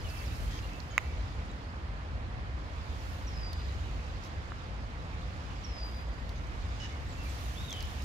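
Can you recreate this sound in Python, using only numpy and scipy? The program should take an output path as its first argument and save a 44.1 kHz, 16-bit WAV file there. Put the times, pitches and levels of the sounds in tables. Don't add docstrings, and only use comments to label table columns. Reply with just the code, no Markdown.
import sys
import numpy as np
from scipy import signal
from scipy.fft import rfft, irfft, next_fast_len
from scipy.io import wavfile
from scipy.ndimage import uniform_filter1d

SR = 44100
rng = np.random.default_rng(int(sys.argv[2]) if len(sys.argv) > 2 else 0)


def materialize(psi):
    bounded = np.clip(np.atleast_2d(psi).T, -1, 1)
    quanta = np.round(bounded * 32767).astype(np.int16)
    wavfile.write(sys.argv[1], SR, quanta)


def magnitude_from_level(level_db):
    exponent = np.asarray(level_db, float) / 20
    return 10 ** exponent


N = 354563


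def evened(x):
    return x / np.sqrt(np.mean(x ** 2) + 1e-20)


def read(points, hz):
    f, value = np.transpose(points)
    return np.interp(np.log(hz + 1), np.log(f + 1), value)


def trace(curve, t):
    return np.interp(t, *np.transpose(curve))


def follow(curve, calm_db, share):
    return [(s, calm_db + share * db) for s, db in curve]


def add(mix, s, sound, pan_db):
    part = mix[:, round(s * SR):][:, :sound.shape[-1]]
    sides = magnitude_from_level(np.array([[pan_db / 2], [-pan_db / 2]]))
    part += (sides * sound)[:, :part.shape[1]]


def ring(x, hz, width):
    r = np.exp(-np.pi * width / SR)
    poles = [1, -2 * r * np.cos(2 * np.pi * hz / SR), r * r]
    return (1 - r * r) / 2 * signal.lfilter([1, 0, -1], poles, x)


def hiss(shape, level, band, alike, patchy_db, flicker_db, size):
    # pitch_hz, likeness
    likeness = [(30, 0.82), (80, 0.93), (150, 0.96), (300, 0.92), (600, 0.69), (1100, 0.48), (2000, 0.3),
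                (3200, 0.076), (6000, 0.039)]
    # pitch_hz, left_minus_right_db
    side_tilt = [(60, -0.5), (150, 0), (380, -2), (950, -2.5), (2380, -3.0), (5980, -7), (15000, -6)]
    lag_s, edge_hz = 0.00031, 15830
    frames, hz = 4 * N // size + 5, np.fft.rfftfreq(size, 1 / SR)
    a, b, c, d, patches = rng.standard_normal((frames, len(hz), 5)).T
    patches = uniform_filter1d(patches, size // 80, 0)
    patches = evened(uniform_filter1d(patches, 8192 // size, 1))
    flicker = rng.standard_normal(frames)

    same = np.clip(alike * read(likeness, hz), 0, 1)[:, None]
    late = np.exp(-2j * np.pi * hz * lag_s)[:, None]
    right = a + 1j * b
    left = same * late * right + np.sqrt(1 - same ** 2) * (c + 1j * d)

    gain = magnitude_from_level(read(shape, hz)) * (hz >= shape[0][0]) * (hz < edge_hz)
    in_band = (hz >= band[0]) & (hz <= band[1])
    inside = (gain[in_band] ** 2).sum() / (gain ** 2).sum()
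    z = np.array([left, right]) * gain[:, None] * magnitude_from_level(patchy_db * patches + flicker_db * flicker)
    tilt = read(side_tilt, hz)[:, None] / 2
    z = z * magnitude_from_level(np.array([tilt, -tilt]))
    noise = evened(signal.istft(z, nperseg=size, noverlap=3 * size // 4)[1][:, :N])
    return noise / np.sqrt(inside) * magnitude_from_level(trace(level, np.arange(N) / SR))


def whistle(s, hz, left_db, right_db, flutter_db):
    t = np.arange(s[0], s[-1], 1 / SR)
    flutter = uniform_filter1d(rng.standard_normal((2, SR // 2)), 150)
    flutter = evened(uniform_filter1d(flutter, 150))[:, :len(t)]
    glide = uniform_filter1d(np.interp(t, s, hz), 400, mode="nearest")
    phase = 2 * np.pi * np.cumsum(glide) / SR
    tone = np.sqrt(2) * np.sin(phase + np.array([[0], [1.2]]))
    edge = np.clip(np.minimum(t - s[0], s[-1] - t) / 0.0025, 0, 1)
    level_db = np.array([np.interp(t, s, left_db), np.interp(t, s, right_db)])
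    return tone * edge * magnitude_from_level(level_db + flutter_db * flutter)


def swaying(u, hz, db, left_s, period_s, sway_db):
    pan_db = sway_db * np.cos(2 * np.pi * (u - left_s) / period_s) / 2
    return whistle(u, hz, db + pan_db, db - pan_db, flutter_db=4.2)


def traffic():
    # pitch_hz, level_db (per Hz)
    rumble_colour = [(12, -60), (20, -30), (29, -39), (36, -15), (46, -1), (60, 4.5), (74, 1), (103, -7),
                     (156, -19.5), (211, -33), (278, -29), (307, -25), (400, -36.5), (520, -57),
                     (880, -120)]
    wash_colour = [(120, 2), (200, -1), (278, -3.5), (373, -10), (529, -5), (579, -7.5), (683, -6.5),
                   (1160, -7.5), (1500, -11), (1840, -11.5), (2860, -20), (3830, -25.5), (5330, -33),
                   (10500, -44), (16000, -71)]
    # time_s, level_db (over the usual traffic)
    passing = [(0, 0.5), (.6, 3), (.9, -2.5), (1.3, 3), (1.55, -3.5), (2.2, 1), (2.8, -0.5), (3.6, 1.5),
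               (4.4, -1), (5.3, 0), (5.9, -2.5), (6.6, 1.5), (7.2, 0.5), (8.04, -0.5)]
    rumble = hiss(rumble_colour, follow(passing, -38, 1), (20, 200),
                  alike=0.98, patchy_db=0.27, flicker_db=0.33, size=4096)
    wash = hiss(wash_colour, follow(passing, -49.02, 0.033), (300, 1500),
                alike=1.0, patchy_db=0.83, flicker_db=0.22, size=1024)
    return rumble + wash


def foliage():
    # pitch_hz, level_db
    leaf_colour = [(900, -23), (1600, -3), (2300, 0), (3500, -2.5), (5000, -5), (7000, -23.5), (8000, -37)]
    flock_colour = [(3500, -7), (5000, -3), (6300, 1), (7500, -2.5), (7900, -9.5), (9300, -8.5),
                    (10500, -24)]
    # time_s, level_db (over calm air)
    breeze = [(0, 5.5), (.2, 7.5), (.56, 6.5), (.9, 1), (1.2, 4), (1.8, -5), (2.5, -5), (3.05, 5.5),
              (3.45, 2.5), (3.7, 5.5), (4.9, -1.5), (5.5, 4), (6.2, -1.5), (6.83, 6.5), (7.1, 2.5),
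              (7.3, 9), (7.65, 9), (8.04, 9)]
    leaves = hiss(leaf_colour, follow(breeze, -58, 0.58), (1800, 4500),
                  alike=0.27, patchy_db=2.0, flicker_db=0.65, size=256)
    flock = hiss(flock_colour, follow(breeze, -70.5, 1), (5800, 9500),
                 alike=0.3, patchy_db=0.5, flicker_db=2.5, size=256)
    return leaves + flock


def strokes():
    # start_s, length_s, level_db
    sweeps = [(1.0, .13, -72), (3.09, 0.18, -70), (3.362, 0.086, -72), (3.64, .26, -79), (4.235, .06, -67),
              (5.84, 0.2, -69.5), (6.46, .05, -80), (7.23, .25, -64), (7.897, .06, -66)]
    t = np.arange(N) / SR
    return sum(magnitude_from_level(db - 4.5 * (t - s) / length)
               * np.clip(np.minimum((t - s) / 0.004, (s + length - t) / 0.02), 0, 1)
               for s, length, db in sweeps)


def sleeve():
    # pitch_hz, level_db
    cloth_colour = [(3000, -25), (6000, -1), (8000, -5), (10000, -0.5), (12000, -2), (15800, -9)]
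    # time_s, level_db
    arm = [(0, -72), (.11, -61.5), (.31, -65.5), (.42, -62.5), (.71, -72), (1.12, -80), (1.92, -91),
           (2.6, -91), (2.93, -76), (3.09, -69), (3.4, -82), (3.74, -78), (4.57, -90), (5.06, -86),
           (5.96, -81.5), (6.9, -82), (7.43, -64), (8.04, -69)]
    cloth = hiss(cloth_colour, [(0, 0)], (9000, 15500), alike=0.3, patchy_db=0.6, flicker_db=1.8, size=256)
    brushing = magnitude_from_level(2.5 + trace(arm, np.arange(N) / SR))
    return np.hypot(brushing, strokes()) * cloth


def far_birds():
    # length_s, level_db
    trill = [(.026, -57), (.026, -58), (.026, -57), (.014, -59)]
    # start_s, length_s, first_hz, last_hz, level_db
    drops = [(.001, .026, 5240, 4600, -58), (0.043, 0.036, 3080, 2730, -52), (.907, .022, 7000, 6300, -58),
             (1.493, 0.024, 4080, 3760, -59), (7.09, .03, 7850, 7650, -68), (7.12, 0.026, 7500, 6700, -63),
             (7.29, .025, 7850, 7600, -63), (7.303, .02, 7600, 6900, -66), (0.214, .11, 2200, 2510, -68)]
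    # start_s, length_s, pitch_hz, level_db,
    # left_minus_right_db
    holds = [(.2, .016, 4350, -62, -7), (.085, .14, 2660, -58, -3), (.3, .059, 2650, -61, -2),
             (.505, .093, 3210, -60, 0), (.625, .035, 2840, -57, -6), (.709, .084, 2660, -61, -10),
             (.9, .055, 3100, -59, 0), (.931, .045, 2250, -58, -2), (1.042, .15, 2320, -63, -8),
             (.93, .049, 6550, -68, -8), (1.03, .06, 2700, -62, 1), (1.45, .015, 8600, -73, -5),
             (6.186, .045, 7450, -77, -10), (6.355, .04, 6250, -66, -5), (6.43, .02, 5450, -70, -3),
             (7.177, .074, 2720, -57, -2), (7.253, .024, 2380, -54, -2), (6.797, .045, 2960, -55, -3),
             (6.905, .05, 2200, -58, -3), (6.845, .02, 1800, -55, -3)]
    trill_s, step_s, top_hz, fall_hz_per_s = 0.085, 0.088, 5650, 52000
    notes = [(trill_s + k * step_s, length, top_hz, top_hz - fall_hz_per_s * length, db, -10)
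             for k, (length, db) in enumerate(trill)]
    notes += [(s, length, first, last, db, -3) for s, length, first, last, db in drops]
    droop = 0.013
    notes += [(s, length, hz, (1 - droop) * hz, db, pan_db) for s, length, hz, db, pan_db in holds]
    out = np.zeros((2, N))
    for s, length, first_hz, last_hz, db, pan_db in notes:
        note = whistle((s, s + length), (first_hz, last_hz), (db, db), (db, db), flutter_db=2.5)
        add(out, s, note, pan_db)
    return out


def near_birds():
    # after_start_s, level_db
    effort = [(0, -6), (.018, 1), (.045, -13), (.11, -4), (.17, -1), (.205, 2), (.235, -9), (.33, -12),
              (.4, -16)]
    # start_s, level_db, drop_hz, first_strongest_left_s, sway_period_s
    chirps = [
        (3.265, -52, 650, 0.1, 0.2),
        (5.636, -51.5, 443, 0.075, 0.137),
    ]
    # time_s, pitch_hz, level_db
    arch = [(7.53, 2900, -62), (7.585, 3570, -52), (7.615, 3780, -55), (7.672, 3806, -55),
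            (7.695, 3650, -51), (7.72, 3354, -49), (7.745, 3086, -48.5), (7.8, 2966, -53),
            (7.87, 2900, -68)]
    # first_strongest_left_s, sway_period_s, sway_db
    arch_sway = (.05, 0.074, 5.8)
    held_hz, sag_from_hz, sag_hz_per_s, drop_s = 4852, 5434, 3200, 0.017
    out = np.zeros((2, N))
    u = np.arange(0, effort[-1][0], 0.002)
    for s, db, drop_hz, left_s, period_s in chirps:
        sag_hz = np.maximum(sag_from_hz - sag_hz_per_s * u, held_hz)
        hz = sag_hz + drop_hz * np.exp(-u / drop_s)
        add(out, s, swaying(u, hz, db + trace(effort, u), left_s, period_s, sway_db=6), 0)
    s, arch_hz, arch_db = np.transpose(arch)
    t = np.arange(s[0], s[-1], 0.002)
    add(out, s[0], swaying(t - s[0], np.interp(t, s, arch_hz), np.interp(t, s, arch_db), *arch_sway), 0)
    return out


def ticks():
    # start_s, peak_db, ring_hz, snap_db, left_minus_right_db
    seeds = [(.59, -38, 2000, -63, -9), (0.674, -48, 6000, -58, -6), (.691, -42, 2600, -59, -6),
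             (.733, -48, 6000, -60, -6), (.802, -39.5, 4270, -59, -19), (1.21, -54, 3500, -65, -6),
             (1.514, -53, 7000, -66, -4), (3.132, -52, 4000, -51, -2), (3.363, -67, 9000, -65, -8),
             (3.5313, -37, 4400, -37.5, -4), (4.237, -43, 5000, -60, -6), (6.292, -39.5, 4280, -47, -2),
             (6.47, -54, 7000, -65, -4), (6.889, -44, 3000, -61, -3), (7.087, -54, 7500, -60, -3),
             (7.697, -50, 2500, -43, 2), (7.706, -36, 5860, -45, -4), (7.727, -34.5, 5770, -42, -11),
             (7.727, -34, 2250, -52, -1), (7.805, -35, 4850, -50, -5), (7.813, -38, 2300, -63, 1),
             (7.826, -40, 4600, -37, -2), (8.022, -46, 5500, -41, -6)]
    out, t = np.zeros((2, N)), np.arange(600) / SR
    bursts = rng.standard_normal((len(seeds), 2, len(t))) * (1 - np.exp(-t / 0.00013))
    for (s, db, hz, snap_db, pan_db), burst in zip(seeds, bursts):
        burst = burst + 0.68 * burst[::-1]
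        width = 750 + 0.15 * hz
        body = ring(ring(burst * np.exp(-t / 0.003), hz, width), hz, 2 * width)
        snap = ring(burst * np.exp(-t / 0.0013), 6000, 14000)
        add(out, s, magnitude_from_level(db) * body / abs(body).max() + magnitude_from_level(snap_db) * snap / abs(snap).max(), pan_db)
    peck_s, peck_db, peck_hz, peck_t60_s = 4.5198, -22.5, 1250, 0.0049
    tap = magnitude_from_level(peck_db - 60 * t / peck_t60_s) * np.sin(2 * np.pi * peck_hz * t)
    add(out, peck_s, tap * (1 - np.exp(-t / 0.00022)), -3)
    return out


def claw():
    # start_s, length_s, grit_db, squeal_hz, squeal_db
    scrapes = [(.5, .11, -53, 4700, -60), (6.792, .08, -52, 2930, -50), (6.795, .08, -58, 5400, -61),
               (6.86, .08, -60, 2900, -64), (4.22, .06, -56, 2300, -68), (7.28, .09, -59, 2400, -66),
               (7.09, .09, -68, 7300, -70)]
    # pitch_hz, width_hz, level_db
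    stone = [(2000, 480, -2), (3660, 710, -1), (5200, 900, 0.5), (6200, 620, -2.5)]
    out = np.zeros((2, N))
    for s, length, grit_db, hz, squeal_db in scrapes:
        count = round(length * SR)
        slips = rng.standard_normal((2, SR // 4)) * (rng.random((2, SR // 4)) < 3000 / SR)
        slips = slips[:, :count]
        grit = sum(magnitude_from_level(db) * evened(ring(ring(slips, mode_hz, width), mode_hz, width))
                   for mode_hz, width, db in stone)
        squeal = evened(ring(ring(slips, hz, 170), hz, 170))
        scrape = magnitude_from_level(grit_db) * evened(grit) + magnitude_from_level(squeal_db) * squeal
        add(out, s, scrape * signal.windows.tukey(count, 0.3), -3)
    return out


def nut():
    # pitch_hz, t60_s, left_db, right_db, sign
    modes = [(714, .0035, -11, -1.5, 1), (1184, .0033, 4.5, 4, 1), (1889, .0061, -40, 0, 1),
             (2019, .0032, 8.8, 13.6, -1), (2606, .0042, -30, 3.6, 1), (1100, .02, -27, -30, 1),
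             (2250, .013, -17, -22, 1), (3700, .004, -16, -12, 1), (5050, .004, -19, -15, -1),
             (6700, .003, -20, -2, -1)]
    nut_s, blow_s, bench_s = 0.97925, 0.001, 0.0086
    out, t = np.zeros((2, N)), np.arange(2000) / SR
    shell = sum(sign * magnitude_from_level(np.array([[left_db], [right_db]]) - 60 * t / t60) * np.sin(2 * np.pi * hz * t)
                for hz, t60, left_db, right_db, sign in modes)
    crack = ring(rng.standard_normal((2, len(t))), 8200, 10000)
    shell = shell + crack * magnitude_from_level(np.array([[-16], [-5]]) - 60 * t / 0.0032)
    shell = shell * (1 - np.exp(-(t / blow_s) ** 2))
    add(out, nut_s, shell, 0)
    add(out, nut_s + bench_s, magnitude_from_level(-22) * shell, 0)
    return out


def trees(x):
    # pitch_hz, t60_s
    decay = [(1000, 0.77), (3000, 0.88), (5000, 0.52), (9000, 0.56)]
    taps = np.zeros((2, SR))
    at = np.arange(700, SR - 20, 20)
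    at = at + rng.integers(0, 20, (2, len(at)))
    np.put_along_axis(taps, at, rng.choice([-1., 1.], at.shape), 1)
    hz, t, z = signal.stft(taps, SR, nperseg=256)
    tail = signal.istft(z * magnitude_from_level(-60 * t / read(decay, hz)[:, None]), SR, nperseg=256)[1]
    return signal.fftconvolve(x, tail / np.linalg.norm(tail[0]), axes=1)[:, :N]


def scene():
    hits = ticks() + claw() + nut()
    near, far = near_birds(), far_birds()
    echo = trees(magnitude_from_level(-26) * hits + magnitude_from_level(-6) * near + magnitude_from_level(-7) * far)
    return traffic() + foliage() + sleeve() + hits + near + far + echo


def low_pass(x):
    return signal.sosfilt(signal.butter(12, 16510, fs=SR, output="sos"), x)


def record(dry):
    # pitch_hz, level_db
    port = [(7000, 0), (7550, 0.5), (8000, -2.5), (8700, -0.5), (9800, -1.5), (10300, -5), (11500, -0.5)]
    size = next_fast_len(N)
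    hz = np.fft.rfftfreq(size, 1 / SR)
    colour = magnitude_from_level(read(port, hz)) / (1 + (hz / 16050) ** 60)
    mix = irfft(rfft(dry, size) * colour, size)[:, :N]
    return low_pass(mix)


dry = scene()
out = record(dry)
materialize(out)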